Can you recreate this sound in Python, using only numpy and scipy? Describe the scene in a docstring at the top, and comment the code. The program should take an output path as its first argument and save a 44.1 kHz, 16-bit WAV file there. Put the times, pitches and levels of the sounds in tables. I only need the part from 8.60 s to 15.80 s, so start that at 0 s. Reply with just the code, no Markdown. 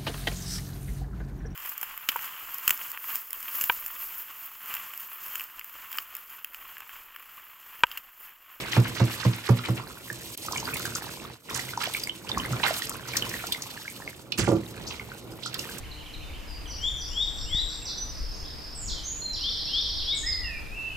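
"""In a small kitchen, shellfish are rinsed in a steel basin of water. A plastic colander knocks the basin floor,
is lifted and drains; then gloved hands turn the food over. Struck modes ring as decaying sines, trapped air as
sines that climb in pitch, drops as short noise bursts and ticks. Shaped noise makes the surge, churn and spray,
and banded noise the rushing and slopping water. The level of the whole sound dips twice, briefly."""
import sys
import numpy as np
from scipy import signal
from scipy.fft import rfft, irfft, next_fast_len
from scipy.io import wavfile

SR = 44100
rng = np.random.default_rng(int(sys.argv[2]) if len(sys.argv) > 2 else 0)


def put_to_file(sound):
    """Save the sound as 16-bit audio at rate SR, in the file named by the first command-line argument."""
    columns = np.atleast_2d(sound).T  # one column per channel
    safe = np.clip(columns, -1, 1)
    whole_steps = np.round(safe * 32767)
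    wavfile.write(sys.argv[1], SR, whole_steps.astype(np.int16))


N = 317520

# Blows on the basin. Each row: time in seconds, relative drive of the floor modes in dB, of the wall modes in dB.
KNOCK_ROWS = [(0.164, -9, -22), (0.401, -9.5, -22.5), (0.649, -11.5, -27.5), (0.889, -8.5, -22),
              (1.085, -15.5, -29), (1.503, -36, -43), (3.905, -22, -65), (5.786, -25, -28.5),
              (5.874, -21, -13.5), (5.917, -25, -19)]
COLANDER_OUT_S = 1.2        # until then every blow is a stroke of the colander
LEFT_DB, LEFT_LAG = -2.3, 2   # the basin sits nearer the right side (dB, samples)


def from_db(db):
    """Amplitude ratio: 20 dB stand for a factor of ten."""
    return 10 ** (np.asarray(db) / 20)


def rms_one(x):
    """Normalization to unit mean power."""
    return x / np.sqrt(np.mean(x ** 2) + 1e-20)


def in_time(rows):
    """Linear interpolation of every column over the times in the first."""
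    s, *columns = np.transpose(rows)
    return [np.interp(np.arange(N) / SR, s, column) for column in columns]


def drift(rate_hz):
    """Low-passed chance: two equal poles at the rate leave a slow wander with spread 1."""
    step = 40   # samples between computed points
    r = np.exp(-2 * np.pi * rate_hz * step / SR)
    white = rng.standard_normal(N // step + 2002)
    slow = signal.lfilter([1], [1, -2 * r, r * r], white)[2000:]   # the start-up is left out
    return np.interp(np.arange(N) / step, np.arange(len(slow)), rms_one(slow))


def coloured(x, spectrum):
    """Spectral shaping: white input takes on the given spectrum, at rms 1."""
    hz, db = np.transpose(spectrum)
    grid = np.maximum(np.arange(N // 2 + 1) * SR / N, 1)
    gain_db = np.interp(np.log(grid), np.log(hz), db, left=-90, right=-90)
    return rms_one(irfft(rfft(x) * from_db(gain_db), N))


def ring(clicks, hz, t60):
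    """Damped resonance: a unit click sets a sine of height 1 ringing, 60 dB down after t60 seconds."""
    r, w = from_db(-60 / (t60 * SR)), 2 * np.pi * hz / SR
    return signal.lfilter([0, np.sin(w)], [1, -2 * r * np.cos(w), r * r], clicks + 1e-18)


def add(out, sound, s, pan_db=LEFT_DB, lag=LEFT_LAG):
    """Stereo by level and arrival time: a mono sound enters both channels, later on the left."""
    for side, start, db in zip(out, [int(s * SR) + lag, int(s * SR)], [pan_db / 2, -pan_db / 2]):
        side[start:start + len(sound)] += sound[:max(N - start, 0)] * from_db(db)


def spread(white, alike, lag=LEFT_LAG):
    """Partial coherence: of three noise draws one is shared by both channels, one is own to each."""
    out = np.sqrt(1 - alike) * white[1:] * from_db([[LEFT_DB / 2], [-LEFT_DB / 2]])
    add(out, np.sqrt(alike) * white[0], 0, lag=lag)
    return out


def patchy(x, edges_hz, patchy_db, rate):
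    """Independent modulation: every frequency band swells and sinks on its own."""
    total = 0
    for k, edges in enumerate(zip(edges_hz, edges_hz[1:])):
        band = signal.butter(2, edges, "band", fs=SR, output="sos")
        swell = from_db(patchy_db * drift(rate))
        total = total + (-1) ** k * swell * signal.sosfilt(band, x)
    return total


def bursts(rows, width_octaves, rise_s, alike, lag=LEFT_LAG):
    """Transient noise: a band rises fast and dies; rows of (seconds, dB, centre Hz, t60 in seconds)."""
    out = np.zeros((2, N))
    for s, db, hz, t60 in rows:
        t = np.arange(int(np.clip(t60, .01, 1 / 3) * SR)) / SR
        white = rng.standard_normal((2, len(t)))
        edges = np.clip([hz / 2 ** width_octaves, hz * 2 ** width_octaves], 20, .45 * SR)
        noise = signal.sosfilt(signal.butter(2, edges, "band", fs=SR, output="sos"), white)
        shape = from_db(db) * (1 - np.exp(-t / rise_s)) * from_db(-60 * t / t60)
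        add(out, shape * rms_one(noise[0]), s, lag=lag)
        wall_pan_db = LEFT_DB + 12 * rng.choice([-1, 1])   # scattered off one wall
        add(out, (1 - alike) * shape * rms_one(noise[1]), s, wall_pan_db, 0)
    return out


def wash(surge_db, churn_db, spray_db, fizz_share=0.5):
    """Turbulent water as filtered noise: lumpy surge, churning hiss, and spray with dense tiny pops."""
    # Spectra of the three. Each row: frequency in Hz, relative level in dB per Hz.
    surge_spectrum = [(25, -12), (44, -6), (123, -5), (320, -6), (487, -9.5), (800, -17), (1500, -24)]
    churn_spectrum = [(300, -13), (764, -20), (1340, 0), (2220, 8.5), (4000, -0.5), (7000, -29),
                      (9100, -30)]
    spray_spectrum = [(1470, -19), (2500, 2.5), (3800, 5.5), (6060, 1.5), (8530, 2), (9960, -3.5),
                      (13000, 2.5), (17000, -9.5)]
    fizz_per_s = 1500

    surge = coloured(spread(rng.standard_normal((3, N)), alike=0.75), surge_spectrum)
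    surge = from_db(surge_db + 2.5 * drift(5)) * surge

    patches_db = 1.5 * drift(12)   # shared by churn and spray
    churn = coloured(spread(rng.standard_normal((3, N)), alike=0.1), churn_spectrum)
    churn = patchy(churn, 400 * 1.89 ** np.arange(6), patchy_db=3.5, rate=25)
    hiss_db = churn_db - 9         # most of the churn is heard as bubbles
    churn = from_db(hiss_db + patches_db) * churn

    pop_height = from_db(8 * np.minimum(rng.exponential(1, N), 4)) * rng.choice([-1, 1], N)
    pops = (rng.random(N) < fizz_per_s / SR) * pop_height
    fizz = rng.standard_normal((3, N))
    fizz[0] += fizz_share * rms_one(pops)
    spray = coloured(spread(fizz, alike=0.65, lag=0), spray_spectrum)
    spray = patchy(spray, 2000 * 2 ** np.arange(0, 3.3, .8), patchy_db=2.6, rate=32)
    spray = from_db(spray_db + patches_db + 2.5 * drift(25)) * spray
    return surge + churn + spray


def basin(surge_db, soft_hz=400, rub_db=-32):
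    """Modal resonance: blows strike floor and wall modes, the wall chatters on, surging water keeps all humming."""
    # Modes of the water-loaded steel. Each row: frequency in Hz, relative level in dB, t60 in seconds.
    # Neighbours have opposite sign, so a close pair swells and beats.
    floor_modes = [(76, -21, 0.19), (114.3, 0, 0.23), (127.3, 2.5, 0.19), (183.5, -9.5, 0.26),
                   (210.5, -12, 0.17), (245.4, -17, 0.41)]
    wall_modes = [(325, -3, 0.16), (354, -4, 0.15), (431, -6, 0.1), (484, -4, 0.09), (549, -5, 0.08),
                  (620, -6, 0.06), (700, -8, 0.05), (790, -10, 0.05), (900, -9, 0.05), (1010, -9, 0.05),
                  (1170, -7, 0.05), (1390, -9, 0.05)]
    floor_lag_s = 0.0037   # the floor gives late
    chatter_db, chatter_t60_s, wall_pan_db = -25.5, 0.19, -7.5

    s, floor_db, wall_db = np.transpose(KNOCK_ROWS)
    water = from_db(surge_db + rub_db) * rng.standard_normal(N)
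    blows = np.zeros(N)
    blows[(s * SR).astype(int)] = from_db(wall_db + chatter_db)
    chatter = signal.lfilter([1], [1, -from_db(-60 / (chatter_t60_s * SR))], blows + 1e-18)

    out = np.zeros((2, N))
    soft = np.exp(-2 * np.pi * soft_hz / SR)
    floor = (floor_modes, floor_lag_s, floor_db, 0, LEFT_DB)
    wall = (wall_modes, 0, wall_db, chatter, wall_pan_db)
    for modes, late, blow_db, rattle, pan_db in [floor, wall]:
        body = np.zeros(N)
        for k, (hz, db, t60) in enumerate(modes):
            force = water + rattle * rng.standard_normal(N)
            force[((s + late) * SR).astype(int)] += from_db(blow_db + rng.normal(0, 1.5, len(s)))
            body += (-1) ** k * from_db(db) * ring(force, hz, t60)
        softened = signal.lfilter([1 - soft], [1, -soft], body)   # plastic and water soften the contact
        add(out, softened, 0, pan_db)
    return out


def bubble(hz, cycles, rise, swell_cycles=3):
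    """Volume pulsation: an air pocket swells, rings and climbs in pitch as it nears the surface."""
    t = np.arange(int(cycles / hz * SR)) / SR
    # phase wanders in turns per cycle: the pocket is never quite round
    wobble = 0.05 * np.cumsum(rng.standard_normal(len(t))) * np.sqrt(hz / SR)
    turns = hz * t * (1 + rise * t * hz / cycles) + wobble
    shape = (1 - np.exp(-t * hz / swell_cycles)) * from_db(-60 * t * hz / cycles)
    return np.sin(2 * np.pi * turns) * shape / shape.max()


def bubbles(churn_db, small_db=-2.0):
    """Superposed pulsating pockets: single loud ones, and a random crowd in clumps that follows the churn."""
    # The loudest pockets. Each row: start in seconds, level in dB, starting pitch in Hz.
    loud_pockets = [(0.993, -27.5, 1320), (1.198, -29.5, 1070), (1.501, -22.5, 1670), (1.884, -22.5, 1240),
                    (1.932, -25, 1030), (1.961, -21.5, 2190), (1.98, -23, 2950), (2.028, -27.5, 930),
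                    (2.054, -26, 4550), (2.136, -21.5, 2580), (2.159, -26.5, 2040), (2.199, -28, 1380),
                    (2.253, -22, 1580), (2.358, -25.5, 1350), (2.993, -22.5, 1940), (2.91, -28.5, 1050),
                    (3.09, -29.5, 2030), (3.134, -27.5, 1420), (3.175, -19, 900), (3.214, -23.5, 1290),
                    (3.256, -21, 3180), (3.273, -27, 710), (3.348, -17, 2270), (3.436, -20.5, 4640),
                    (3.472, -23.5, 2170), (3.495, -18.5, 3060), (3.716, -17.5, 3550), (3.774, -16.5, 1044),
                    (3.799, -21.5, 2950), (3.851, -24.5, 2050), (3.932, -25, 1330), (4.04, -20, 3880),
                    (4.063, -18, 1380), (4.081, -21, 1810), (4.107, -18.5, 644), (4.196, -31, 1270),
                    (4.22, -23.5, 1850), (4.454, -34, 1440), (4.485, -34, 1310), (4.535, -24, 2240),
                    (4.557, -23, 1770), (4.623, -17, 2930), (4.667, -32, 970), (4.74, -22, 1880),
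                    (4.84, -29.5, 706), (4.839, -27, 1380), (4.921, -17.5, 3600), (4.947, -24, 2150),
                    (5.175, -31, 1740), (5.256, -33, 1690), (5.279, -24.5, 2130), (5.421, -33.5, 1770),
                    (5.476, -24, 2190), (5.724, -22.5, 2480), (5.843, -28, 1510), (6.322, -33, 2860),
                    (6.396, -26, 2160), (6.517, -30, 1460), (6.86, -25.5, 1370), (6.72, -39, 4970),
                    (6.991, -25, 2770), (7.092, -32.5, 1550)]
    small_per_s = 480

    out = np.zeros((2, N))
    for s, db, hz in loud_pockets:
        rise, side = rng.random(2)
        cycles = 22 * hz / 1500   # every loud pocket rings for the same time
        sound = from_db(db) * bubble(hz, cycles, 0.1 * rise)
        add(out, sound, s, LEFT_DB + 4 * (side - .5), int(4 * side))

    crowd_db = churn_db + small_db + 2 * drift(3.8) + 3 * drift(25)
    for when, pitch, size, life, side in rng.random((int(small_per_s * N / SR), 5)):
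        s = when * N / SR
        size_spread_db = 1.5 if s < COLANDER_OUT_S else 5   # in open water a few stand far above the rest
        db = crowd_db[int(when * N)] - size_spread_db * np.log(1 - .97 * size) - 1.5 * pitch
        sound = from_db(db) * bubble(800 * 6.5 ** pitch, 9.0 + 22 * life * pitch, 0.2 * life)
        add(out, sound, s, LEFT_DB + 8 * (side - .5), int(6 * side))
    return out


def drops(spray_db):
    """Impact noise: loud drops each splash and tick, and a random spatter of small ones follows the spray."""
    # The loudest drops. Each row: start in seconds, splash level in dB, splash centre in Hz,
    # relative level of the tick of impact in dB.
    loud_drops = [(0.116, -23, 3170, -43), (0.1994, -28, 4570, -35), (1.5272, -26.5, 7340, -36),
                  (1.775, -30, 6500, -28), (1.862, -23, 5800, -32), (1.922, -17.5, 5140, -31),
                  (1.9727, -15.5, 6550, -51), (1.998, -17.5, 5730, -49), (2.141, -17.5, 9100, -25.5),
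                  (2.168, -19, 3350, -28), (2.195, -31, 5340, -30), (2.2533, -21.5, 5660, -27.5),
                  (2.3505, -12, 6400, -46), (2.944, -15, 6100, -37), (2.974, -22, 6800, -32),
                  (3.1733, -24, 5450, -50), (3.239, -26, 3310, -27.5), (3.337, -17, 3060, -27),
                  (3.3964, -21, 5500, -38), (3.437, -27, 4740, -30), (3.69, -15.5, 4100, -47),
                  (3.78, -18, 5460, -32), (3.924, -24, 6450, -49), (4.0824, -27, 3300, -29),
                  (4.1388, -16.5, 4470, -43), (4.2193, -17, 3960, -46), (4.2945, -19, 6900, -21.5),
                  (4.568, -6, 5500, -22), (4.6943, -24, 6260, -31), (4.868, -21, 4890, -31),
                  (4.923, -10, 3800, -23), (5.0198, -16, 5600, -42), (5.7204, -12, 3570, -38),
                  (5.7863, -23, 6950, -25), (6.859, -20, 6360, -48), (6.9422, -14, 3730, -27),
                  (6.992, -17, 4960, -43), (7.183, -24, 7360, -34)]
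    spatter_per_s, spatter_db, size_spread_db, spatter_t60_s = 53, -2.5, 5.5, 0.018

    when, size, pitch = rng.random((int(spatter_per_s * N / SR), 3)).T
    level_db = spray_db[(when * N).astype(int)] + spatter_db - size_spread_db * np.log(1 - .97 * size)
    centre_hz = 2000 * 6 ** pitch
    spatter = [(s, db, hz, spatter_t60_s) for s, db, hz in zip(when * N / SR, level_db, centre_hz)]
    splashes = [(s, db - 7.5, hz, .028) for s, db, hz, _ in loud_drops]   # from crest to burst level
    ticks = [(s, tick_db + 2.5, 11000, .011) for s, _, _, tick_db in loud_drops]

    out = bursts(spatter, width_octaves=0.27, rise_s=0.0012, alike=0.15, lag=0)
    out += bursts(splashes, width_octaves=0.33, rise_s=0.0021, alike=0.16, lag=0)
    return out + bursts(ticks, width_octaves=0.75, rise_s=0.0004, alike=0.2, lag=0)


def rushes():
    """Flow noise: water rushes through the colander and between the fingers, and breaks into droplets."""
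    # One colander stroke, going down before a blow and coming up after it. Each row: seconds from the blow,
    # level in dB before the strokes grow gentler, centre in Hz, t60 in seconds.
    stroke_rows = [(-.053, -34, 2120, 0.32), (0.078, -30, 1630, 0.12)]
    # Water between the fingers. Each row: start in seconds, level in dB, centre in Hz, half width in octaves.
    finger_rows = [(2.945, -37, 2740, 1.9), (3.199, -34.5, 2190, 1.2), (4.03, -28.5, 1530, 1.22),
                   (4.475, -45, 2580, 0.92), (5.775, -30.5, 2900, 1.5), (6.264, -44, 5400, 0.33),
                   (6.296, -43.5, 3100, 0.41), (6.823, -42.5, 4200, 0.4)]
    fade_db_per_s, rise_s, finger_t60_s = -6.5, 0.0079, 0.33

    strokes = []
    for s, *_ in KNOCK_ROWS:
        if s < COLANDER_OUT_S:
            strokes += [(s + dt, db + fade_db_per_s * s, hz, t60) for dt, db, hz, t60 in stroke_rows]
    rush = bursts(strokes, width_octaves=0.99, rise_s=rise_s, alike=0.15)
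    for s, db, hz, octaves in finger_rows:
        rush += bursts([(s, db, hz, finger_t60_s)], octaves, rise_s, alike=0.1)
    return patchy(rush, 300 * 1.6 ** np.arange(9), patchy_db=6, rate=70)   # lumps of droplets


def cracks():
    """Contact noise: every blow adds a short dull band and a sharper bright one."""
    dull = [(s, db - 11.5, 750, .045) for s, db, _ in KNOCK_ROWS]
    bright = [(s, db - 26.0, 4000, .04) for s, db, _ in KNOCK_ROWS]
    out = bursts(dull, width_octaves=0.87, rise_s=0.002, alike=0.37)
    return out + bursts(bright, width_octaves=1.1, rise_s=0.00055, alike=0.21)


def slops():
    """Low-frequency flow noise: heavy water slops against the steel with a slow onset."""
    # Each row: start in seconds, level in dB, centre in Hz, t60 in seconds.
    slop_rows = [(3.735, -21, 79, 0.41), (5.78, -4, 86, 0.18), (5.87, -14.5, 140, 0.37),
                 (6.3, -36, 55, 0.65)]
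    return bursts(slop_rows, width_octaves=1.0, rise_s=0.067, alike=0.79)


def kitchen(x):
    """Reverberation by recirculation: eight feedback delays a side, duller on every round."""
    loop_t60_s, wall_cut_hz = 0.17, 7600   # the decay before the walls dull it
    size = next_fast_len(N + SR)
    w = 2 * np.pi * np.arange(size // 2 + 1) / size
    dull = 1 / (1 + 1j * w * SR / (2 * np.pi * wall_cut_hz))
    walls = np.zeros((2, len(w)), complex)
    for k, lag_s in enumerate(rng.uniform(.006, .03, 16)):
        loop = from_db(-60 * lag_s / loop_t60_s) * dull * np.exp(-1j * w * lag_s * SR)
        walls[k % 2] += (-1) ** (k // 2) * loop / (1 - loop)
    # bass reaches both sides alike, so it is kept out of the differing echoes
    thin = signal.sosfilt(signal.butter(2, 550, "high", fs=SR, output="sos"), x)
    return irfft(rfft(thin, size) * walls, size)[:, :N]


def scene():
    """Superposition: basin and water add as direct sound, the kitchen answers, and the level dips twice."""
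    # Course of the water. Each row: time in seconds, surge against the steel in dB, churn of bubbles in dB,
    # spray and fizz in dB.
    water_rows = [(0.0, -42, -34.5, -46.5), (0.34, -41, -42, -47.5), (0.74, -49, -39.5, -49.5),
                  (1.08, -43, -44, -52), (1.3, -50, -52.5, -52.5), (1.84, -48.5, -49, -45),
                  (2.06, -42.5, -41.5, -43), (2.32, -42, -45, -46), (2.49, -45, -48.5, -47.5),
                  (2.69, -49.5, -49.5, -53.5), (2.87, -42.5, -42.5, -44), (3.07, -44, -47, -48.5),
                  (3.37, -48, -44, -41), (3.63, -48, -55, -57.5), (3.7, -42.5, -40.5, -48),
                  (3.95, -38.5, -40.5, -46), (4.17, -47, -41, -40), (4.35, -45.5, -49, -50.5),
                  (4.57, -39.5, -40, -46), (4.79, -44.5, -40.5, -44), (5.23, -51, -50.5, -48.5),
                  (5.5, -51, -58.5, -53), (5.72, -47, -58, -61), (5.94, -48, -55, -54),
                  (6.2, -45, -50.5, -55), (6.4, -45.5, -48.5, -50), (6.62, -47.5, -55.5, -55),
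                  (6.84, -45.5, -50, -57.5), (7.02, -45, -45, -45.5), (7.2, -48.5, -50.5, -47.5)]
    # Brief dips of the whole sound. Each row: time in seconds, depth in dB, half width in seconds.
    dip_rows = [(1.763, -27, 0.013), (2.818, -21, 0.096)]

    surge_db, churn_db, spray_db = in_time(water_rows)
    near = wash(surge_db, churn_db, spray_db) + basin(surge_db)
    near += bubbles(churn_db) + drops(spray_db)
    near += rushes() + cracks() + slops()
    room_db = -12.5 + np.array([[LEFT_DB / 2], [-LEFT_DB / 2]])
    room = from_db(room_db) * kitchen(near.mean(axis=0))

    t = np.arange(N) / SR
    dip_db = sum(db * np.maximum(1 - abs(t - s) / half, 0) for s, db, half in dip_rows)
    return from_db(dip_db) * (near + room)


def record(dry):
    """Linear filtering: deep bass is reduced, the treble dips, the left channel's phase turns; the top is cut."""
    dip_hz, dip_width_hz, dip_share = 9560, 970, 0.37
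    turn_hz, turn_width_hz = 3675, 1660
    dry = signal.sosfilt(signal.butter(3, 50, "high", fs=SR, output="sos"), dry)
    peak = signal.iirpeak(dip_hz, dip_hz / dip_width_hz, fs=SR)
    dry = dry - dip_share * signal.lfilter(*peak, dry)
    # an all-pass turns the left channel's phase once around
    r = np.exp(-np.pi * turn_width_hz / SR)
    poles = [1, -2 * r * np.cos(2 * np.pi * turn_hz / SR), r * r]
    turned = np.array([signal.lfilter(poles[::-1], poles, dry[0]), dry[1]])
    return signal.sosfilt(signal.ellip(10, .5, 60, 15900, fs=SR, output="sos"), turned)


dry = scene()
out = record(dry)
put_to_file(out)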